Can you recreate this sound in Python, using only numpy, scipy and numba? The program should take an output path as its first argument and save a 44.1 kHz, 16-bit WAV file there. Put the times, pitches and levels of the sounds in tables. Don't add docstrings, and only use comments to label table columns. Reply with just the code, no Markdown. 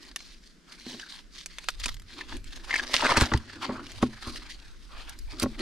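import sys
import numpy as np
from scipy import signal
from scipy.fft import rfft, irfft, next_fast_len
from scipy.io import wavfile
from scipy.ndimage import uniform_filter1d, map_coordinates
from numba import njit

SR = 44100
rng = np.random.default_rng(int(sys.argv[2]) if len(sys.argv) > 2 else 0)


def materialize(psi):
    bounded = np.clip(np.atleast_2d(psi).T, -1, 1)
    quanta = np.round(bounded * 32767).astype(np.int16)
    wavfile.write(sys.argv[1], SR, quanta)


N = 247401

# start of full level in seconds, time held in seconds,
# crackle level in dB, creak level in dB above the crackle.
LEAF_STROKES = [(0.0, 0.092, -55, -7), (0.189, 0.15, -54, -14), (0.441, 0.045, -56.5, -23),
                (0.693, 0.038, -53, -4), (0.78, .06, -54, -6), (0.869, 0.075, -42, -8),
                (0.97, 0.13, -51.5, -2), (1.097, 0.085, -48, -7.5), (1.35, 0.062, -47, -17),
                (1.481, 0.27, -55, -7.5), (1.803, 0.1, -43.5, -11.5), (2.091, 0.09, -53, -5),
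                (2.189, 0.029, -51, 6), (2.292, 0.051, -45, -1), (2.472, 0.39, -52, -5.5),
                (2.702, 0.098, -40, 0.5), (2.831, 0.082, -42, -1), (2.937, 0.027, -30, 0),
                (2.995, 0.011, -35.5, 7), (3.025, 0.095, -33.5, 5.5), (3.17, 0.012, -29.5, 2),
                (3.202, 0.028, -30.5, 2), (3.25, 0.071, -46, 0.5), (3.319, 0.037, -47.5, 4),
                (3.4, 0.055, -58, 2), (3.498, 0.073, -53, 6), (3.633, 0.031, -42.5, 5),
                (3.699, 0.093, -53.5, 8), (3.842, 0.148, -51.5, -4.5), (4.03, 0.0088, -41, 1),
                (4.101, 0.14, -55.5, 0), (4.232, .15, -45, -1), (4.431, 0.044, -52, 1.5),
                (4.504, 0.0094, -43, -26), (4.56, 0.17, -59.5, -1), (4.82, 0.049, -60, -4),
                (4.921, 0.21, -55.5, 4.5), (5.15, 0.12, -63, -26.5), (5.3, 0.073, -52, 0),
                (5.402, 0.037, -42.5, -4.5), (5.5, 0.052, -54.5, -0.5), (5.598, 0.018, -45.5, 2.5)]
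# frequency in Hz, relative level in dB.
CRACKLE_TONE = [(410, -26), (911, -86), (1370, -53), (1590, -8.5), (2580, -10), (3400, -4.5), (4550, -0.5),
                (7510, -14), (9040, -14), (12200, -26.5), (15100, -17), (16400, -43)]
# time in seconds, pitch in Hz.
CREAK_CENTRE = [(0, 1720), (2.7, 1940), (2.97, 1900), (3.02, 1230), (3.62, 1696), (3.72, 1090), (4.2, 1650),
                (5.61, 1750)]
# time in seconds, level in dB.
WALL_BRUSHING = [(0.0, -60.5), (0.42, -74.5), (0.84, -61), (0.92, -46), (1.15, -73.5), (2.05, -76),
                 (2.2, -46), (2.27, -59), (2.36, -47), (2.43, -67), (2.9, -49.5), (3.18, -37), (3.45, -60),
                 (3.73, -37.5), (3.82, -48.5), (4.0, -61), (4.07, -42), (4.16, -65), (4.3, -47),
                 (4.68, -76), (5.0, -64), (5.28, -71.5), (5.33, -53), (5.47, -42), (5.55, -66), (5.61, -33)]
# start in seconds, level in dB, treble in dB above that level.
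FIBRE_SNAPS = [(0.03, -37.5, -10), (0.051, -37.5, -13), (0.1143, -35.5, -25), (0.1605, -21.5, 9),
               (0.2049, -32.5, -16), (0.8661, -37, -22), (0.9308, -38, -30), (0.9976, -26.5, -21),
               (1.3523, -38.5, -22), (1.365, -38, -15), (1.46, -21.5, 2.5), (1.5847, -21, -9),
               (1.6423, -30.5, -3), (1.6866, -11, -2.5), (1.7034, -26, -17), (1.7998, -29, 3),
               (1.816, -32, -12), (1.8397, -20.5, 0), (1.8587, -11, -10), (1.8824, -21, -22),
               (1.8901, -21.5, -1), (1.943, -35, 7), (1.968, -36.5, -25), (1.9978, -38, 4),
               (2.02, -41.5, 3), (2.368, -30.5, -2.5), (2.443, -35.5, -19), (2.7412, -21.5, -6),
               (2.7607, -16, -43), (2.9354, -21, -19), (2.9438, -14, -19), (2.9554, -17, -17),
               (2.9654, -15.5, -14.5), (3.1712, -11, -13), (3.2007, -23, -6), (3.2106, -7, -7),
               (3.2204, -19, -30), (3.337, -11.5, -35), (3.3747, -24, -7), (3.8667, -29.5, -9),
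               (3.9182, -30.5, 0), (4.0253, -21.5, -20), (4.2726, -29, -8), (4.3596, -27, -2),
               (5.0948, -32, 10), (5.1891, -50.5, 25), (5.3984, -36.5, 24), (5.4204, -25.5, 6),
               (5.4292, -18.5, 10.5), (5.5932, -24.5, -11)]
# start in seconds, level in dB, pitch in Hz.
LEAF_CREAKS = [(0.161, -18, 1940), (1.841, -24, 1800), (1.858, -17, 1050), (2.209, -15, 1885),
               (2.695, -14.5, 1595), (2.708, -7, 2020), (2.727, -8, 2060), (2.739, -3.5, 1710),
               (2.756, 0, 2110), (2.794, -7, 1670), (2.945, -13, 1046), (2.992, -15.5, 980),
               (3.021, -10, 1000), (3.042, -4.5, 1560), (3.065, -0.5, 1990), (3.078, -21, 1020),
               (3.092, -5, 1040), (3.107, -13, 950), (3.119, -6, 1010), (3.156, -7, 1495),
               (3.181, -13, 1150), (3.705, -19.5, 1030), (3.78, -24.5, 1020), (3.316, -5.5, 1215),
               (3.337, -8.5, 913)]
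# start in seconds, level in dB, deep thud in dB above it, rim in dB above it.
BUCKET_BLOWS = [(0.865, -35, -46, -40), (0.942, -35, -51, 0.5), (1.858, -37.5, -24, -5),
                (3.172, -18, -12, 10), (3.214, -16.5, -4, 6.5), (3.319, -21, -11, -3),
                (3.341, -20, -0.5, 0), (3.692, -21.5, -28, 6), (3.715, -31.5, -34, 2),
                (4.027, -11, -22.5, 3.5), (4.27, -33, -5, 2), (5.422, -20.5, -14, -1.5),
                (5.434, -18, -14.5, 4.5), (5.457, -22, -37, 3.5)]
# frequency in Hz, relative level in dB, time to fall 60 dB in seconds.
BODY_MODES = [(129.4, -19, 0.275), (221, -14, 0.31), (248, 3, 0.11), (318.6, 9, 0.035), (409.6, -5, 0.079)]
# frequency in Hz, relative level in dB, time to fall 60 dB in seconds.
THUD_MODES = [(52.4, -2, 0.071), (71.8, 6.5, 0.095), (108, 11, 0.042)]
# frequency in Hz, relative level in dB, time to fall 60 dB in seconds.
RIM_MODES = [(432, -3, 0.052), (552.2, 2.5, 0.033), (778, -3, 0.031), (970, -2, 0.024), (1086, -6, 0.048),
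             (1372, -5.5, 0.026), (1930, -10, 0.02)]
# time in seconds, rumble level in dB, flutter level in dB.
WIND_LEVELS = [(0.0, -53.5, -79), (0.62, -60.5, -97.5), (0.86, -60.5, -88), (1.27, -54, -98),
               (1.62, -54.5, -78), (1.74, -41.5, -54), (1.9, -37.5, -57), (2.03, -45, -53),
               (2.2, -56.5, -76), (2.33, -38.5, -49), (2.73, -47.5, -75.5), (3.11, -57, -69),
               (3.23, -33, -54), (3.28, -60, -52), (3.36, -39, -48.5), (3.47, -60.5, -57),
               (3.94, -46.5, -55), (4.89, -48.5, -70), (5.26, -41, -59.5), (5.61, -46, -64)]
# frequency in Hz, relative level in dB.
RUMBLE_TONE = [(10, -10.5), (25, -1.5), (45, -5.5), (62, -18), (120, -61.5)]
# frequency in Hz, relative level in dB.
FLUTTER_TONE = [(30, -9), (60, 8.5), (100, 16), (160, -4), (400, -67)]
# frequency in Hz, relative level in dB.
OPEN_AIR_TONE = [(110, -28), (160, -1), (400, -11.5), (800, -26.5), (1500, -16), (2600, -23), (5000, -21),
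                 (12000, -38.5), (16400, -68)]
# frequency in Hz, gain in dB.
PORT_RESPONSE = [(100, 1), (12000, 1.5), (15000, -10.5), (16500, -26)]
# frequency in Hz, gain in dB over the left.
RIGHT_OVER_LEFT = [(100, 0), (5000, -0.5), (8000, 5), (15000, 5)]

TOP_HZ = 16500
ATTACK_S, RELEASE_S, REST_DB = 0.06, 0.101, -80.5
RIP_FROM_DB = -41
RIP_SNAPS_PER_S = 120
GENTLE_SHARE = .14
RIP_SNAP_DB, RIP_TREBLE_DB = 12, -11


def amp(db):
    return 10 ** (np.asarray(db) / 20)


def unit(x):
    return x / np.sqrt(np.mean(x ** 2) + 1e-20)


def along(points, hz):
    f, v = np.transpose(points)
    return np.interp(np.log(hz + 1), np.log(f + 1), v)


def curves(rows):
    s, *cols = np.transpose(rows)
    return [np.interp(np.arange(N) / SR, s, c) for c in cols]


def wobble(rate):
    points = rng.standard_normal(int(N * rate / SR) + 4)
    return map_coordinates(points, [np.arange(N) * rate / SR])


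def filtered(x, response):
    m = next_fast_len(N + SR // 2)
    return irfft(rfft(x, m) * response(np.fft.rfftfreq(m, 1 / SR)), m)[..., :N]


def pair(alike):
    a, b = rng.standard_normal((2, N))
    turn = np.arccos(np.clip(alike, -1, 1)) / 2
    shared, own = np.cos(turn) * a, np.sin(turn) * b
    return np.array([shared + own, shared - own])


@njit
def add(out, start, step, fade, rise, size):
    for g in range(len(start)):
        first = int(start[g]) + 1
        for n in range(max(first, 0), min(first + int(6 / fade[g]), len(out))):
            t = n - start[g]
            envelope = np.exp(-fade[g] * t) * (1 - np.exp(-t / rise[g]))
            out[n] += size[g] * np.sin(step[g] * t) * envelope


def rings(s, hz, t60, db, rise, lag, pan_db):
    values = np.broadcast_arrays(s, hz, t60, db, rise, lag, pan_db)
    s, hz, t60, db, rise, lag, pan_db = [np.ravel(v) * 1. for v in values]
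    lag = lag / (1 + (hz / 8000) ** 2)
    step = 2 * np.pi * np.clip(hz, 20, SR / 2.2) / SR
    fade = np.log(1000) / np.clip(t60, 1e-4, 1) / SR
    rise = np.clip(rise, 1e-5, 1) * SR
    out = np.zeros((2, N))
    for port, side in zip(out, (.5, -.5)):
        add(port, (s + side * lag) * SR, step, fade, rise, amp(db + side * pan_db))
    return out


def handling():
    crackle_db, creak_db = stroking()
    torn = np.clip((crackle_db + 80) / 55, .2, .9)
    jerks = unit(amp(5 * torn * wobble(75)))
    leaves = amp(crackle_db) * leaf_crackle(torn) + amp(creak_db) * leaf_creaking(torn)
    return jerks * leaves + amp(curves(WALL_BRUSHING)[0]) * wall_brush()


def stroking():
    s, held, crackle_db, creak_db = np.transpose(LEAF_STROKES)[..., None]
    times = np.arange(0, N, 64) / SR
    t = times - s
    edges = np.minimum(t, 0) / ATTACK_S - np.maximum(t - held, 0) / RELEASE_S
    shape_db = np.abs(crackle_db - REST_DB) * edges

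    def total(db):
        return 10 * np.log10(np.sum(amp(db + shape_db) ** 2, 0) + amp(REST_DB) ** 2)

    return curves(np.transpose([times, total(crackle_db), total(crackle_db + creak_db)]))


def leaf_crackle(torn):
    fine = grains(count=12000, hz=5600, octaves=1.1, decay_cycles=1.35, spiky_db=4, clump_db=3, pan_db=6)
    hiss = unit(amp(2.5 * wobble(80)) * pair(.7))
    rub = patchy(np.sqrt(torn) * fine + np.sqrt(1 - torn) * hiss, depth_db=2.2)
    return unit(filtered(rub, lambda hz: amp(along(CRACKLE_TONE, hz))))


def leaf_creaking(torn):
    pitch_hz, = curves(CREAK_CENTRE)
    coarse = grains(count=9000, hz=pitch_hz, octaves=.45, decay_cycles=4.5, spiky_db=3, clump_db=3, pan_db=2.5)

    def band(hz):
        return unit(filtered(pair(0.58), lambda f: np.exp(-(np.log2((f + 1) / hz) / 1.13) ** 2)))

    upper = np.clip(np.log2(pitch_hz / 1000), 0, 1)
    scrape = np.sqrt(1 - upper) * band(hz=1080) + np.sqrt(upper) * band(hz=1950)
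    return unit(patchy(np.sqrt(torn) * coarse + np.sqrt(1 - torn) * scrape, depth_db=4.5))


def wall_brush():
    def wall(f):
        total = 0
        for k, (centre, db, t60) in enumerate(BODY_MODES):
            resonance = 1j * f * 14 / (centre * centre - f * f + 1j * f * 5.5 / t60)
            total = total + (-1) ** k * amp(db) * resonance
        return total

    def response(f):
        low_cut = f ** 2 / (f ** 2 + 160 ** 2)
        return wall(f) * low_cut / (1 + (f / 750) ** 4)

    strokes = amp(2.5 * wobble(30))
    return unit(filtered(strokes * pair(0.99), response))


def grains(count, hz, octaves, decay_cycles, spiky_db, clump_db, pan_db):
    a, b, c = rng.standard_normal((3, count))
    s = rng.uniform(0, N / SR, count)
    sample = (s * SR).astype(int)
    pitch = np.broadcast_to(hz, N)[sample] * 2 ** (octaves * a)
    spikes_db = spiky_db * np.minimum(rng.exponential(1, count), 3.5)
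    db = spikes_db + clump_db * wobble(90)[sample]
    return unit(rings(s, pitch, decay_cycles / pitch, db, .3 / pitch, 3.5e-5 + 3e-5 * b, pan_db * c))


def patchy(x, depth_db):
    z = signal.stft(x, nperseg=512)[2]
    field = uniform_filter1d(rng.standard_normal(z.shape[1:]), size=5, axis=0)
    field = uniform_filter1d(field, size=18, axis=1)
    return signal.istft(z * amp(depth_db * unit(field)), nperseg=512)[1][:, :N]


def snaps():
    s, db, treble_db = np.vstack([FIBRE_SNAPS, rip_snaps()]).T[..., None]
    ladder = np.linspace(-1, 1, 24)
    parts = ((4030, 1.077, 0.0075, 0.000082, db - 15.5),
             (9420, 1.18, 0.002, 0.00076, db + treble_db - 14.5))
    out = 0
    for hz, octaves, t60, ragged, level_db in parts:
        a, b, c = np.moveaxis(rng.standard_normal((len(s), 24, 3)), -1, 0)
        pitch = hz * 2 ** (octaves * ladder + 0.052 * a + 0.25 * a[:, :1])
        slope_db = -5 * ladder ** 2 + 2 * c
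        decay = t60 * (hz / pitch) ** .6
        out = out + rings(s + ragged * b ** 2, pitch, decay, level_db + slope_db, 6e-5,
                          3.5e-5 + 1.5e-5 * c, 1.5 * b)
    return filtered(out, lambda f: (1j * f / (1j * f + 500)) ** 2)


def rip_snaps():
    place, size, lot = rng.uniform(0, 1, (int(RIP_SNAPS_PER_S * N / SR), 3)).T
    crackle_db = np.interp(place * N, np.arange(N), stroking()[0])
    db = crackle_db + RIP_SNAP_DB - 10 * size
    rows = np.transpose([place * N / SR, db, np.full_like(db, RIP_TREBLE_DB)])
    return rows[(crackle_db > RIP_FROM_DB) | (lot < GENTLE_SHARE)]


def creaks():
    s, db, hz = np.transpose(LEAF_CREAKS)[..., None]
    a, b = np.moveaxis(rng.standard_normal((len(s), 9, 2)), -1, 0)
    order = np.array([1, 1, 1, 1, 1.2, 1.5, 2, 2.5, 3])
    looseness = np.linspace(.02, .25, 9)
    pitch = order * hz * 2 ** (looseness * a)
    level_db = db - 14.0 - 45 * looseness
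    return rings(s + 0.00298 * np.abs(b), pitch, 20 / pitch, level_db, 0.00019, 3.5e-5, 0.65 * b)


def bucket_echo(x, t60):
    t = np.arange(SR // 20) / SR
    hop = SR // 12
    padded = np.pad(x, ((0, 0), (0, hop)))
    out = np.zeros((2, N + SR))
    for start in range(0, N, hop):
        a, b = rng.standard_normal((2, len(t))) * amp(-60 * t / t60) * (t > .0008)
        tail = np.array([a + 0.83 * b, a - 0.058 * b]) / np.linalg.norm(a)
        echo = signal.fftconvolve(padded[:, start:start + hop], tail, axes=1)
        out[:, start:start + hop + len(t) - 1] += echo
    return out[:, :N]


def knocks():
    s, db, thud_db, rim_db = np.transpose(BUCKET_BLOWS)[..., None]
    # modes, level in dB, delay in s, rise in s
    parts = ((BODY_MODES, db - 4.5, .0012, .002),
             (THUD_MODES, db + thud_db, .006, .004),
             (RIM_MODES, db + rim_db - 8.5, .001, .0008))
    out = 0
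    for modes, level_db, late, rise in parts:
        hz, mode_db, t60 = np.transpose(modes)
        scatter_db = rng.normal(0, 2, (len(s), len(hz)))
        out = out + rings(s + late, hz, t60, level_db + mode_db + scatter_db, rise, 3.5e-5, 0)
    return out


def outdoors():
    rumble_db, flutter_db = curves(WIND_LEVELS)
    rumble_noise = amp(2.6 * wobble(7.42)) * pair(0.45)
    rumble = unit(filtered(rumble_noise, lambda hz: amp(along(RUMBLE_TONE, hz))))
    flutter_noise = amp(4.3 * wobble(54)) * pair(0.81)
    flutter = unit(filtered(flutter_noise, lambda hz: amp(along(FLUTTER_TONE, hz))))
    hiss = unit(filtered(pair(0.48), lambda hz: amp(along(OPEN_AIR_TONE, hz))))
    return amp(rumble_db) * rumble + amp(flutter_db) * flutter + amp(-62.0) * hiss


def scene():
    leaves = snaps() + creaks()
    echo = amp(-3) * bucket_echo(leaves, t60=0.03)
    return handling() + leaves + echo + knocks() + outdoors()


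def record(dry):
    def response(hz):
        difference_db = along(RIGHT_OVER_LEFT, hz) * [[-.5], [.5]]
        return amp(along(PORT_RESPONSE, hz) + difference_db) * (hz < TOP_HZ)

    return filtered(dry, response)


dry = scene()
out = record(dry)
materialize(out)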